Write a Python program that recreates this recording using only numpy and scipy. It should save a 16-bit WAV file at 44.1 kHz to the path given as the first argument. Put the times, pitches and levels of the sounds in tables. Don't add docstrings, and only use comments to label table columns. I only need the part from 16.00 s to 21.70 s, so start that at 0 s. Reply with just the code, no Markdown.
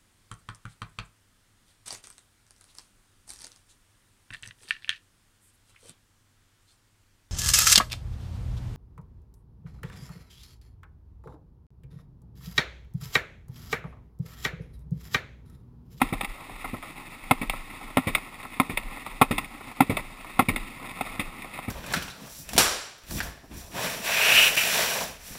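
import sys
import numpy as np
from scipy import signal
from scipy.fft import rfft, irfft
from scipy.io import wavfile
from scipy.ndimage import uniform_filter1d

SR = 44100
rng = np.random.default_rng(int(sys.argv[2]) if len(sys.argv) > 2 else 0)


def gain_from_db(level_db):
    decades = np.asarray(level_db, float) / 20
    return 10 ** decades


def generate_wav(signal):
    frames = np.transpose(np.atleast_2d(signal))
    scaled = np.clip(frames, -1, 1) * 32767
    pcm = np.round(scaled).astype(np.int16)
    wavfile.write(sys.argv[1], SR, pcm)


N = 251370

# (time [s], strength [dB], brightness [dB], shake length [ms])
SEAT_THUMPS = [
    (0.125, -24.5, -2.5, 13),
    (0.733, -32, -5, 19),
    (1.414, -26, 1, 9.2),
    (2.07, -22, 0, 17),
    (2.696, -27.5, -0.3, 17),
    (3.309, -20.5, 1.5, 6.3),
    (3.896, -21, -2.5, 19),
    (4.485, -17.5, 1.5, 6.9),
    (5.194, -31, -5.5, 12),
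    (5.681, -28, -3, 7.4),
]
# (frequency [Hz], level [dB], t60 [s])
AXLE_MODES = [(271, -14.5, 0.031), (898, 3, 0.0096), (1124, -4.5, 0.015), (2070, -5.5, 0.028),
              (2207, 9.5, 0.029), (2710, -12, 0.081), (3498, -3.5, 0.013), (3510, -4.5, 0.03)]


def unit(x):
    return x / np.sqrt(np.mean(x ** 2, axis=-1, keepdims=True))


def slope(x, order, hz, kind):
    return signal.sosfilt(signal.butter(order, hz, kind, fs=SR, output="sos"), x)


def band(x, lo_hz, hi_hz):
    return slope(x, 2, [lo_hz, hi_hz], "band")


def walk(rate):
    hold = int(SR / rate)
    steps = np.repeat(rng.standard_normal(N // hold + 1), hold)
    return 0.599 * uniform_filter1d(uniform_filter1d(steps, hold), hold)[:N]


def after(times, gains, rise_s, fade_s):
    since = np.maximum(np.arange(N) / SR - np.array(times)[:, None], 0)
    return np.asarray(gains) @ ((1 - np.exp(-since / rise_s)) * np.exp(-since / fade_s))


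def body_response(size=4096):
    # (frequency [Hz], level [dB per Hz])
    tone = [(40, -19.5), (90, -1.5), (200, -5), (420, -5.5), (700, -5.5), (1300, -2), (1900, -1.5),
            (2800, -7), (3400, -12.5), (4200, -23), (5200, -22), (5700, -25.5), (6000, -59.5)]
    # (frequency [Hz], width [Hz], gain [dB])
    resonances = [(262.6, 173, 9), (792, 89, 4.5), (1068, 64, 4.5), (1300, 77, 4.5), (1589, 257, -21),
                  (2084, 380, 4), (2573, 120, 5), (3040, 430, -9.5), (3704, 216, 7), (4070, 114, 2),
                  (4760, 200, 1.5)]
    hz = np.maximum(np.arange(size + 1) * SR / (2 * size), 1)
    tone_hz, tone_db = np.transpose(tone)
    db = np.interp(np.log(hz), np.log(tone_hz), tone_db)
    for middle, width, gain in resonances:
        db = db + gain / (1 + (2 * (hz - middle) / max(width, 100.0)) ** 2)
    cepstrum = irfft(db * np.log(10) / 20)
    cepstrum[1:size] *= 2
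    cepstrum[size + 1:] = 0
    return irfft(np.exp(rfft(cepstrum)))[:size]


def three_ways(x, bottom_hz, top_hz):
    # (thump to hull [Hz], hull to clack [Hz])
    split_hz = (430, 1620)
    upper = slope(x, 3, split_hz[0], "high")
    thump = slope(slope(x, 3, split_hz[0], "low"), 3, bottom_hz, "high")
    hull = slope(upper, 3, split_hz[1], "low")
    clack = slope(slope(upper, 3, split_hz[1], "high"), 3, top_hz, "low")
    return thump, hull, clack


def blows(table, body, modes, sign, clean, snap, twin, twin_ms, tail_db, tail_ms, lead_ms, trim_db, edges_hz,
          rise_ms, heft, dull):
    scatter_db, detune, grain_db = 1.5, 0.01, 1.2
    out = np.zeros(N + SR)
    ms = np.arange(SR // 7) * 1000 / SR
    s, hull_db, bright_db, shake_ms = np.transpose(table)[:, :, None]
    thump_db = heft * hull_db - dull * bright_db
    clack_db = hull_db + bright_db

    noise, bunch, size = rng.standard_normal((3, len(table), len(ms)))
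    clumps = gain_from_db(2.0 * unit(band(bunch, 37, 120)))
    fade = np.exp(-ms / shake_ms) + gain_from_db(tail_db) * clumps * np.exp(-ms / tail_ms)
    shake = noise * gain_from_db(grain_db * size ** 2) * (1 - np.exp(-ms / rise_ms)) * fade
    chatter = signal.fftconvolve(shake, body[None], axes=1)[:, :len(ms)]

    ring = 0
    for hz, db, t60 in modes:
        off_tune, off_level = rng.standard_normal((2, len(table), 1))
        tone = np.sin(2 * np.pi * hz * (1 + detune * off_tune) * ms / 1000)
        ring = ring + gain_from_db(db + scatter_db * off_level) * tone * 1000 ** (-ms / 1000 / t60)
    ring = sign * ring * (1 - np.exp(-ms / (snap * rise_ms)))
    late = np.pad(ring, ((0, 0), (int(twin_ms * SR / 1000), 0)))[:, :len(ms)]
    ring = ring + twin * late

    parts = three_ways(clean * unit(ring) + (1 - clean) * unit(chatter), *edges_hz)
    for x, db, trim, lead in zip(parts, (thump_db, hull_db, clack_db), trim_db, (lead_ms, 0, 0)):
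        rows = gain_from_db(db + trim) * x / np.abs(x).max(axis=1, keepdims=True)
        for start, row in zip(s[:, 0], rows):
            i = max(int((start - lead / 1000) * SR), 0)
            out[i:i + len(ms)] += row
    return out[:N]


def front_knocks(body):
    # (time [s], strength [dB], brightness [dB], shake length [ms])
    knocks = [
        (0.016, -4, 1, 4),
        (0.644, -19, -2, 9),
        (1.31, -1.5, 2, 4.2),
        (1.97, -2, 1, 3.1),
        (2.599, -2.5, 1, 3.4),
        (3.214, -1, -0.5, 9.3),
        (3.805, -0.6, 0, 3.3),
        (4.392, -1.3, 0.5, 8.4),
        (5.009, -12, -1, 4.9),
        (5.589, -20.5, -2.5, 3.5),
    ]
    # (frequency [Hz], level [dB], t60 [s])
    hull_modes = [(156, -13.5, 0.1), (264.7, 15, 0.071), (530, -53, 0.02), (768, 10.5, 0.019),
                  (1004, -2.5, 0.019), (1164, -8.5, 0.025), (1328, -1, 0.044), (2107, 6.5, 0.033),
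                  (2390, -30, 0.14), (2520, -43, 0.015), (3150, -26, 0.1), (3384, -9.5, 0.041)]
    return blows(knocks, body, hull_modes, sign=-1, clean=0.63, snap=0.24, twin=0.23, twin_ms=2.403,
                 tail_db=-19.0, tail_ms=17.2, lead_ms=0, trim_db=(-4, 0, -4), edges_hz=(115, 4300),
                 rise_ms=0.73, heft=1.43, dull=1.0)


def rear_clacks(body):
    # (time [s], strength [dB], brightness [dB], shake length [ms])
    clacks = [
        (0.209, -19, -2, 3.2),
        (0.825, -28, -7, 27),
        (1.496, -17, -0.5, 2.6),
        (2.149, -15.5, 2.5, 5.2),
        (2.772, -17, 0, 5.1),
        (3.38, -16.5, -1, 5.7),
        (3.968, -14, -4, 6.7),
        (4.56, -22, 2, 6.5),
        (5.195, -23.5, 3, 14.4),
    ]
    return blows(clacks, body, AXLE_MODES, sign=1, clean=0.3, snap=0.59, twin=0.98, twin_ms=2.5,
                 tail_db=-26.5, tail_ms=57, lead_ms=0, trim_db=(-12, 0, 6), edges_hz=(90, 5400),
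                 rise_ms=1.3, heft=1.02, dull=0.1)


def seat_thumps(body):
    # (frequency [Hz], level [dB], t60 [s])
    pan_modes = [(113, -1.5, 0.077), (164.6, 2.5, 0.043), (224, 9, 0.027), (1046, -13, 0.2),
                 (2311, 2, 0.039)]
    return blows(SEAT_THUMPS, body, pan_modes, sign=1, clean=0.49, snap=0.57, twin=0.2, twin_ms=4.0,
                 tail_db=-11, tail_ms=22.5, lead_ms=1.0, trim_db=(6.5, 0, 4), edges_hz=(60, 5200),
                 rise_ms=2.5, heft=1.06, dull=1.0)


def lasting(table, shake_ms):
    return np.column_stack([table, np.full(len(table), shake_ms)])


def rebounds(body):
    # (time [s], strength [dB], brightness [dB])
    landings = [
        (0.024, -28, 5.5),
        (0.23, -29.5, 0),
        (1.429, -24.5, -4.5),
        (1.445, -37, -6),
        (1.98, -18, -4),
        (3.816, -21.5, 2),
        (4.419, -26, 1.5),
    ]
    return blows(lasting(landings, 10.3), body, AXLE_MODES, sign=1, clean=0.031, snap=0.6, twin=0.3, twin_ms=2.46,
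                 tail_db=-36, tail_ms=6.4, lead_ms=0, trim_db=(1.5, -1, 1.5), edges_hz=(90, 4500),
                 rise_ms=0.52, heft=0.96, dull=-0.79)


def ticks(body):
    # (time [s], strength [dB], brightness [dB])
    tick_table = [(0.136, -19.5, -1), (0.245, -23, 4), (0.495, -29, -9), (2.54, -43.5, 10),
                  (3.921, -30, -1), (0.653, -27, -18), (0.744, -25.5, -25), (1.237, -37.5, 3),
                  (1.534, -21.5, -21), (1.811, -32, -6), (1.903, -30, -4), (2.175, -26, -9),
                  (2.429, -35.5, 5.5), (2.45, -26.5, -7), (2.832, -38, 3), (2.97, -29.5, -3),
                  (3.063, -24, -2), (3.113, -32, 1), (3.444, -40.5, 12), (3.608, -30.5, -21),
                  (3.714, -30.5, -5), (3.994, -21, -4), (4.245, -28, -6), (4.295, -34, -3),
                  (4.578, -28, -4), (4.843, -28, -11), (4.893, -42.5, 10.5), (5.061, -30, 3),
                  (5.42, -44, 15.5), (5.443, -29, 0)]
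    return blows(lasting(tick_table, 6.1), body, AXLE_MODES, sign=1, clean=0.29, snap=0.6, twin=0.37, twin_ms=2.43,
                 tail_db=-36, tail_ms=6.4, lead_ms=0, trim_db=(-12, -1, 0), edges_hz=(90, 5400),
                 rise_ms=0.61, heft=1.07, dull=0.077)


def scrape(body):
    # (time [s], scrape level [dB])
    pressure = [(0.0, -41.5), (0.16, -45), (0.4, -45.5), (0.53, -48), (0.63, -45), (0.8, -47),
                (0.92, -44.5), (1.1, -46.5), (1.8, -45), (2.3, -45), (3.1, -44), (3.5, -46), (4.3, -44.5),
                (4.75, -46), (4.95, -41.5), (5.15, -42), (5.36, -44), (5.7, -41.5)]
    # (middle [s], extra level [dB], length [s])
    drags = [
        (0.3, 1.5, .04),
        (0.614, 7, 0.04),
        (0.85, 3.5, 0.027),
        (1.25, 2, 0.027),
        (1.602, 2, 0.086),
        (2.86, 0.5, 0.021),
        (4.353, 3.5, .05),
        (4.646, 4, 0.083),
        (4.93, -1, .05),
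    ]
    t = np.arange(N) / SR
    pressure_db = np.interp(t, *np.transpose(pressure))
    drag_db = sum(db * np.exp(-((t - s) / length) ** 2) for s, db, length in drags)

    seat_s, seat_db = np.transpose(SEAT_THUMPS)[:2]
    shudder_db = 12.5 * after(seat_s, gain_from_db(1.2 * (seat_db + 22)), rise_s=0.01, fade_s=0.077)
    pressure_db = pressure_db + 3 * after(seat_s, gain_from_db(0.5 * (seat_db + 18)), rise_s=0.0067, fade_s=0.04)

    rumble_db = 0.54 * (pressure_db + 41.5) - 47 + shudder_db
    hull_db = pressure_db - 1.5 + 0.18 * drag_db
    hiss_db = pressure_db - 0.5 + drag_db

    grit = rng.standard_normal(N) * gain_from_db(3.05 * np.minimum(rng.exponential(1, N), 7))
    flutter = gain_from_db(0.7 * walk(12) + 4.04 * walk(60) + 1.5 * walk(230))
    flares = 1 + 0.58 * np.maximum(walk(35) - 0.8, 0)
    parts = three_ways(signal.fftconvolve(grit * flutter * flares, body)[:N], 50, 6260)
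    slide = np.zeros(N)
    for x, db in zip(parts, (rumble_db, hull_db, hiss_db)):
        slide += unit(x) * gain_from_db(db + 0.49 * walk(26.4) + 2.4 * walk(90))
    return slide


def sway():
    # (time [s], strength [dB])
    lurches = [(0.02, -37), (0.13, -30), (0.27, -37.5), (0.52, -45), (0.64, -37.5), (0.78, -48), (1.2, -42),
               (1.34, -38), (1.46, -35), (1.56, -40), (1.83, -43), (2.08, -38), (2.17, -47), (2.71, -35),
               (2.83, -38), (3.1, -46), (3.23, -37), (3.32, -38.5), (3.42, -44), (3.91, -32), (3.99, -33),
               (4.33, -45), (4.5, -34), (4.58, -38.5), (5.08, -46), (5.21, -38)]
    lurch_s, lurch_db = np.transpose(lurches)
    swell = gain_from_db(-57) + 1.9 * after(lurch_s, gain_from_db(lurch_db), rise_s=0.019, fade_s=0.037)
    hz = 27 * (1 + 0.198 * walk(9))
    bob = np.sqrt(2) * np.sin(2 * np.pi * np.cumsum(hz) / SR) * gain_from_db(3 * walk(11))
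    wobble = unit(band(band(rng.standard_normal(N), 20.5, 42), 20.5, 42))
    return band((bob + 0.82 * wobble) * swell, 14, 56)


def wind():
    return unit(band(rng.standard_normal(N), 810, 4750)) * gain_from_db(-57.0 + 0.91 * walk(1.6))


def scene():
    body = body_response()
    joints = front_knocks(body) + seat_thumps(body) + rear_clacks(body)
    loose = rebounds(body) + ticks(body)
    return (joints + loose + scrape(body) + sway() + wind())[None]


def roll_off(x):
    return signal.sosfilt(signal.butter(12, 16340, fs=SR, output="sos"), x)


def record(dry):
    rounded = dry / (1 + np.abs(dry / 0.97) ** 4) ** 0.25
    coarse = signal.resample_poly(rounded, 40, 147, axis=1)
    held = signal.resample_poly(np.repeat(coarse, 4, axis=1), 147, 160, axis=1)[:, :N]
    top_cut = signal.ellip(8, 0.2, 42, 15230, fs=SR, output="sos")
    return roll_off(signal.sosfilt(top_cut, held))


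dry = scene()
out = record(dry)
generate_wav(out)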